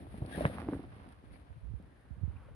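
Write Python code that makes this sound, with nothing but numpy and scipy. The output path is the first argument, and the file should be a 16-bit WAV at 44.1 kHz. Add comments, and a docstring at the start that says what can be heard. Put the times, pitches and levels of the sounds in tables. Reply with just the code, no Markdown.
"""A heavy tarpaulin brushes past the microphone in a boatyard. The coated cloth hisses as it slides on
itself, knocks and flaps as its folds buckle, snaps at the creases and rasps where it is pulled taut.
It settles to a faint rustle while gusts buffet the two microphone ports, mostly the right.
Underneath lie a wind rumble and a low outdoor hush, joined late by distant traffic, a falling swish
and one thin click."""
import sys
import numpy as np
from scipy import signal
from scipy.fft import rfft, irfft, next_fast_len
from scipy.io import wavfile
from scipy.ndimage import uniform_filter1d, map_coordinates

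SR = 44100
rng = np.random.default_rng(int(sys.argv[2]) if len(sys.argv) > 2 else 0)


def dump_mix(stems):
    """Bounce the given channels to the path in sys.argv[1] as a 16-bit WAV at rate SR."""
    frames = np.atleast_2d(stems).T  # one column per channel
    limited = np.clip(frames, -1, 1)  # hard clip at full scale
    pcm = np.round(limited * 32767).astype(np.int16)
    wavfile.write(sys.argv[1], SR, pcm)


N = 112454

# Fader rides. Pan is always left minus right.
# cloth sliding on itself: t/s, relative level/dB, pan/dB
SLIDE_RIDE = [(0, -66, -1), (.06, -77.5, 11.5), (.17, -67, 5), (.235, -77, 15), (.28, -64, 7.5),
              (.35, -58, 9.5), (.40, -55.5, 8.5), (.46, -55, 6.5), (.51, -60.5, 2.5), (.61, -65.5, 6.5),
              (.66, -75, 4), (.74, -67, 8.5), (.86, -78.5, 3), (1.11, -76, 7), (1.17, -81.5, 3.5),
              (1.29, -78, 5), (1.35, -73, 8.5), (1.43, -82, 3.5), (2.55, -91.5, 13)]
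# folds buckling: t/s, level/dB
FOLD_RIDE = [(0, -51.5), (.11, -59.5), (.22, -48.5), (.3, -49), (.38, -38.5), (.46, -39), (.52, -49.5),
             (.58, -44), (.65, -48), (.74, -46), (.83, -52.5), (.9, -61), (1.1, -55.5), (1.17, -74),
             (1.34, -59), (1.45, -64), (1.75, -85), (1.82, -62), (1.95, -64.5), (2.55, -66.5)]
# small creases crackling: t/s, level/dB, pan/dB
CRACKLE_RIDE = [(0, -69.5, -6), (.27, -62, -4.5), (.44, -49.5, -2), (.52, -56.5, 3), (.6, -53, -6.5),
                (.7, -58, -3), (.76, -61, -11.5), (.87, -63.5, -0.5), (1.0, -61, -2), (1.11, -63.5, -7.5),
                (1.17, -68, 1), (1.28, -69.5, 0), (1.35, -68, 6), (1.44, -69.5, 3), (2.0, -82.5, 2.5)]
# wind rumble: t/s, level/dB
RUMBLE_RIDE = [(0, -55), (.3, -53), (.6, -56.5), (.9, -53), (1.05, -61.5), (1.18, -61), (1.35, -55),
               (1.45, -60.5), (1.8, -55.5), (2.05, -64.5), (2.3, -55), (2.55, -53)]
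# distant traffic: t/s, level/dB
TRAFFIC_RIDE = [(1.5, -92), (1.85, -76.5), (2.15, -76.5), (2.3, -68), (2.44, -65), (2.55, -71.5)]
# where the cloth is: t/s, lead of the left port/ms
LEFT_LEAD = [(0, 0.39), (.41, 0.26), (.46, 0.28), (.58, 0.17), (.69, 0.033), (.9, 0.29), (1.3, .4)]

# creases snapping: t/s, level before EQ/dB, f/Hz, pan/dB
SNAP_CUES = [(0.069, -42, 810, 4), (.143, -40.5, 694, 6), (.4531, -11.5, 1740, -3), (.461, -32.5, 1370, 1),
             (.584, -27.5, 1280, -5.5), (.602, -32.5, 2150, -5), (.618, -36, 1620, -13),
             (0.6866, -31.5, 970, -9), (.7338, -32, 1200, -10), (.839, -41, 700, -3),
             (1.044, -42.5, 1310, -2), (1.313, -48, 2500, 1), (1.335, -47, 3600, 1), (1.359, -43, 1900, -8),
             (1.505, -52.5, 776, -8), (1.529, -48, 2040, 7)]
# folds flapping over: t/s, level/dB, starting f/Hz, t60/s
FLAP_CUES = [(0.07, -45.5, 340, 0.031), (0.1415, -37.5, 227, 0.053), (0.182, -34, 162, 0.023),
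             (0.219, -26, 122, 0.059), (.221, -37.5, 332, 0.075), (0.249, -37.5, 113, 0.076),
             (.377, -26, 203, 0.021), (0.383, -31, 483, 0.025), (0.408, -25.5, 609, 0.046),
             (0.445, -30.5, 548, 0.066), (0.4538, -19, 138, 0.063), (0.498, -35.5, 530, 0.038),
             (.554, -33.5, 249, 0.028), (0.669, -34.5, 209, 0.046), (0.6869, -25, 312, 0.05),
             (0.726, -28.5, 277.3, 0.1), (0.751, -29.5, 106, 0.027), (0.763, -36, 292, 0.028),
             (.794, -34, 276, 0.052), (0.84, -45.5, 367, 0.042), (1.075, -40, 196, 0.021),
             (1.239, -43.5, 250, 0.021), (1.799, -42.5, 193, 0.052), (2.486, -50.5, 580, 0.047)]
# coating crinkling: t/s, level/dB, pan/dB
CRINKLE_CUES = [(0.262, -58, 13), (0.383, -62, -7), (0.601, -57, -4), (0.83, -68, 7), (1.089, -65, 6),
                (1.124, -65, 8)]
# taut weave rasping: peak t/s, Gaussian width/s, level/dB, f/Hz, relative octave level/dB
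RASP_CUES = [(0.344, 0.02, -49, 1716, -10), (0.463, 0.0074, -47.5, 1877, -12),
             (1.347, 0.015, -69, 2233, -5.5), (2.368, 0.0036, -66.5, 2560, -26)]
# gusts on the ports: peak t/s, Gaussian width/s, level/dB, pan/dB
GUST_CUES = [(1.298, 0.035, -62, -20), (1.507, 0.012, -47.5, -10.5), (1.57, 0.013, -51, 12),
             (1.651, 0.019, -46.5, -20.5), (1.71, 0.018, -45.5, -19.5), (2.178, 0.0083, -52, -26),
             (2.234, 0.015, -45, -28), (2.353, 0.017, -50, -19.5), (2.503, 0.07, -54, 10)]
# eddies hitting the right port: t/s, level/dB
THUMP_CUES = [(1.736, -30), (2.106, -32.5), (2.233, -25), (2.277, -28)]

# tone colour of each source: f/Hz, level/dB
SLIDE_EQ = [(200, -20), (700, -0.5), (1200, -23), (1650, -1.5), (2200, -7), (3000, -12), (3600, -10.5),
            (5000, -20.5), (7000, -22), (10000, -19), (12500, -24), (16000, -28.5)]
FOLD_EQ = [(30, -28.5), (55, 1.5), (140, -2), (280, 0.5), (450, -12.5), (600, -9), (780, -11.5),
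           (1300, -39), (2500, -37.5), (6000, -54)]
CREASE_EQ = [(200, -10.5), (600, 1), (1100, 2.5), (1900, -3.5), (3000, -11.5), (6000, -24.5),
             (12000, -70.5)]
RUMBLE_EQ = [(25, -30), (55, 4.5), (90, 4.5), (140, -4.5), (250, -17), (500, -18), (1500, -66.5)]
HUSH_EQ = [(60, -6), (250, -0.5), (500, 3), (1000, -2), (1600, -6), (2500, -10), (4000, -16), (5500, -21.5),
           (7000, -13.5), (10000, -35.5), (13000, -29.5)]
SNAP_EQ = [(100, -15), (500, 9.5), (3000, -1.5), (4500, -25), (7000, -21)]
CRINKLE_EQ = [(500, -19), (2000, -1), (4000, 4.5), (7000, -7.5), (10000, -1.5), (12500, -22),
              (15000, -37.5)]
GUST_EQ = [(25, -31), (45, -3), (65, 3.5), (100, 1.5), (150, -10), (250, -31), (500, -56), (1500, -83)]
TRAFFIC_EQ = [(300, -16), (800, 1.5), (1400, 1), (2000, -6), (3000, -12.5), (6000, -31.5)]
# the microphone's wind filter and port resonance: f/Hz, level/dB
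PORT_EQ = [(20, -39), (35, -14.5), (52, 1), (5000, -1.5), (6200, -8.5), (7100, -16), (8400, -2),
           (9700, 10.5), (11000, 3.5), (12500, -7), (15000, -14.5)]


def amp(db):
    """Decibels to gain."""
    return 10 ** (np.asarray(db) / 20)


def unit(x):
    """Scale to rms 1."""
    return x / np.sqrt(np.mean(x ** 2) + 1e-20)


def curves(rows):
    """One value per sample for each column after the time."""
    times, *columns = np.transpose(rows)
    return [np.interp(np.arange(N) / SR, times, column) for column in columns]


def pan(db):
    """Left and right gains for a level difference."""
    return amp(np.array([[.5], [-.5]]) * db)


def swell(peak_s, width_s):
    """A Gaussian fade in and out."""
    return np.exp(-.5 * ((np.arange(N) / SR - peak_s) / width_s) ** 2)


def wobble(rate):
    """A smooth random curve, rate knots a second."""
    return map_coordinates(rng.standard_normal(N // 8), [np.arange(N) * rate / SR], mode="wrap")


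def equalise(x, eq):
    """Minimum-phase EQ through (f/Hz, level/dB) points."""
    size = 2 * next_fast_len(N)
    hz, db = np.transpose(eq)
    gain_db = np.interp(np.log(np.fft.rfftfreq(size, 1 / SR) + 1), np.log(hz), db)
    cepstrum = irfft(np.log(amp(gain_db)))
    cepstrum[1:size // 2] *= 2
    cepstrum[size // 2 + 1:] = 0
    return irfft(rfft(x, size) * np.exp(rfft(cepstrum)), size)[..., :N]


def stereo(three, alike):
    """Mix one shared signal with one of each port's own."""
    return np.sqrt(alike) * three[0] + np.sqrt(1 - alike) * three[1:]


def noise(eq, alike):
    """Smooth stereo noise of rms 1."""
    return unit(equalise(stereo(rng.standard_normal((3, N)), alike), eq))


def grains(eq, rate, spread_db, bed_db, alike):
    """Tiny slips of uneven size, rate a second, on a bed of friction noise; rms 1."""
    sizes = amp(spread_db * np.clip(rng.standard_normal((3, N)), -2, 2))
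    signs = rng.choice([-1, 1], (3, N))
    slips = unit(sizes * signs * (rng.random((3, N)) < rate / SR))
    bed = amp(bed_db) * rng.standard_normal((3, N))
    return unit(equalise(stereo(slips + bed, alike), eq))


def band(phase, width_hz):
    """A fuzzy line of noise around a running phase, unrelated at the two ports."""
    fuzz = np.array([wobble(width_hz) + 1j * wobble(width_hz) for _ in range(2)])
    return (fuzz * np.exp(1j * phase)).real


def add(track, start_s, sound):
    """Drop a sound onto a track at its cue."""
    part = track[..., round(start_s * SR):][..., :sound.shape[-1]]
    part += sound[..., :part.shape[-1]]


def placed(pair):
    """The cloth's sound reaches the left port a little earlier."""
    lead_ms, = curves(LEFT_LEAD)
    half_lead = lead_ms * SR / 2000
    return np.array([map_coordinates(channel, [np.arange(N) + shift], order=5)
                     for channel, shift in zip(pair, (half_lead, -half_lead))])


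def slide():
    """Coated cloth rubs on itself with a fine, catching hiss."""
    level_db, pan_db = curves(SLIDE_RIDE)
    hiss = grains(SLIDE_EQ, rate=900, spread_db=5, bed_db=-2, alike=0.09)
    trim_db, flutter_db = 3, 1.5 * wobble(69.5)
    return amp(level_db + trim_db + flutter_db) * pan(pan_db) * hiss


def crumple():
    """Buckling folds give dull knocks, small creases a drier crackle."""
    fold_db, = curves(FOLD_RIDE)
    crackle_db, pan_db = curves(CRACKLE_RIDE)
    knocks = grains(FOLD_EQ, rate=300, spread_db=0.5, bed_db=-6, alike=0.99)
    crackle = grains(CREASE_EQ, rate=350, spread_db=2.5, bed_db=-6, alike=0.24)
    flutter_db = 1.5 * wobble(40.8)
    return amp(fold_db) * knocks + amp(crackle_db + flutter_db) * pan(pan_db) * crackle


def rumble():
    """Wind lays a wavering low end under everything."""
    level_db, = curves(RUMBLE_RIDE)
    flutter_db = 1.5 * wobble(9.23)
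    return amp(level_db + flutter_db) * noise(RUMBLE_EQ, alike=0.53)


def hush():
    """Moving air makes a soft, wide bed."""
    return amp(-69.5) * noise(HUSH_EQ, alike=0.1)


def snaps():
    """A stiff crease gives way with a sharp tick and a short spray of crackle."""
    ring_cycles, spray_db, spray_t60_s = 3.3, -24, .035
    out, t = np.zeros((2, N)), np.arange(SR // 20) / SR
    crackle = noise(CREASE_EQ, alike=0.85)
    for start_s, db, hz, pan_db in SNAP_CUES:
        tick = amp(-60 * t * hz / ring_cycles) * np.sin(2 * np.pi * hz * t)
        grit = np.roll(crackle, -round(start_s * SR), axis=1)[:, :len(t)]
        spray = amp(spray_db - 60 * t / spray_t60_s) * grit
        add(out, start_s, amp(db) * pan(pan_db) * (spray - tick))
    return equalise(out, SNAP_EQ)


def flaps():
    """A fold pops over with a puff of air and swings for a few cycles, slackening as it goes."""
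    attack_s, puff_db, puff_band_hz = 0.00035, -15, [147, 588]
    sag, roughness = 0.092, .1  # fractions of the pitch
    out, t = np.zeros(N), np.arange(SR // 8) / SR
    puff_filter = signal.butter(3, puff_band_hz, "band", fs=SR, output="sos")
    air = unit(signal.sosfilt(puff_filter, rng.standard_normal(N)))
    for start_s, db, hz, t60 in FLAP_CUES:
        pitch = hz * (1 - sag * np.minimum(t / t60, 1) + roughness * wobble(2 * hz)[:len(t)])
        swing = np.sin(2 * np.pi * np.cumsum(pitch) / SR)
        puff = amp(puff_db) * np.roll(air, -round(start_s * SR))[:len(t)]
        envelope = amp(-60 * t / t60) * (1 - np.exp(-t / attack_s))
        add(out, start_s, amp(db) * envelope / envelope.max() * (swing + puff))
    return out


def crinkles():
    """The coating crackles in brief bright flecks."""
    t60_s = 0.017
    envelope, t = np.zeros((2, N)), np.arange(SR // 20) / SR
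    for start_s, db, pan_db in CRINKLE_CUES:
        add(envelope, start_s, pan(pan_db) * amp(db - 60 * t / t60_s))
    return envelope * grains(CRINKLE_EQ, rate=6300, spread_db=4.5, bed_db=-21, alike=0.1)


def rasps():
    """Pulled taut, the weave zips with a rough pitch and its octave."""
    out, t = np.zeros((2, N)), np.arange(N) / SR
    for peak_s, width_s, db, hz, octave_db in RASP_CUES:
        phase = 2 * np.pi * hz * t
        weave = band(phase, width_hz=400) + amp(octave_db) * band(2 * phase, width_hz=800)
        out += amp(db) * swell(peak_s, width_s) * weave
    return pan(db=0.5) * out


def gusts():
    """Gusts shake each port separately in short, bassy bursts."""
    power = sum((amp(db) * pan(pan_db) * swell(peak_s, width_s)) ** 2
                for peak_s, width_s, db, pan_db in GUST_CUES)
    eddies = noise(GUST_EQ, alike=0)
    # even out the noise so that the cues shape each burst
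    eddy_power = np.abs(uniform_filter1d(np.abs(signal.hilbert(eddies)) ** 2, size=700)) / 2
    return np.sqrt(power) * eddies / np.sqrt(eddy_power + 0.037)


def traffic():
    """Far-off traffic swells as a midrange wash."""
    level_db, = curves(TRAFFIC_RIDE)
    return amp(level_db) * noise(TRAFFIC_EQ, alike=0.7)


def thumps():
    """An eddy breaks on the right port: a sharp shove that sags into a slow swing."""
    start_hz, end_hz, sag_s, rise_s = 261, 64.4, 0.0039, 0.0082
    out, t = np.zeros((2, N)), np.arange(SR // 10) / SR
    pitch = end_hz + (start_hz - end_hz) * np.exp(-t / sag_s)
    envelope = t / rise_s * np.exp(1 - t / rise_s)
    shove = envelope * np.sin(2 * np.pi * np.cumsum(pitch) / SR)
    for start_s, db in THUMP_CUES:
        add(out[1], start_s, amp(db) * shove)
    return out


def swish():
    """A faint, airy swish falls in pitch far away."""
    start_s, length_s, start_hz, fall_hz_per_s = 1.815, .45, 1860, 800
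    t = np.clip(np.arange(N) / SR - start_s, 0, length_s)
    phase = 2 * np.pi * (start_hz * t - fall_hz_per_s * t ** 2 / 2)
    arch = np.sqrt(np.abs(np.sin(np.pi * t / length_s)))
    return amp(-73.5) * arch * band(phase, width_hz=480)


def click():
    """A thin, dry click at the microphone, with no ring, alike at both ports."""
    start_s, level_db, t60_s = 1.826, -52.5, .0006
    out, t = np.zeros(N), np.arange(SR // 20) / SR
    add(out, start_s, amp(level_db - 60 * t / t60_s))
    return out


def scene():
    """The tarpaulin up close, wind on the ports and the distance behind."""
    tarpaulin = placed(slide() + rasps() + crumple() + flaps() + snaps() + crinkles())
    wind = gusts() + rumble() + thumps()
    return tarpaulin + wind + click() + hush() + traffic() + swish()


def record(dry):
    """The wind filter trims the sub-bass, the ports colour the treble, a hard cut takes off the top."""
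    size, top_hz = 2 * next_fast_len(N), 15700
    passband = np.fft.rfftfreq(size, 1 / SR) < top_hz
    return irfft(rfft(equalise(dry, PORT_EQ), size) * passband, size)[:, :N]


dry = scene()
out = record(dry)
dump_mix(out)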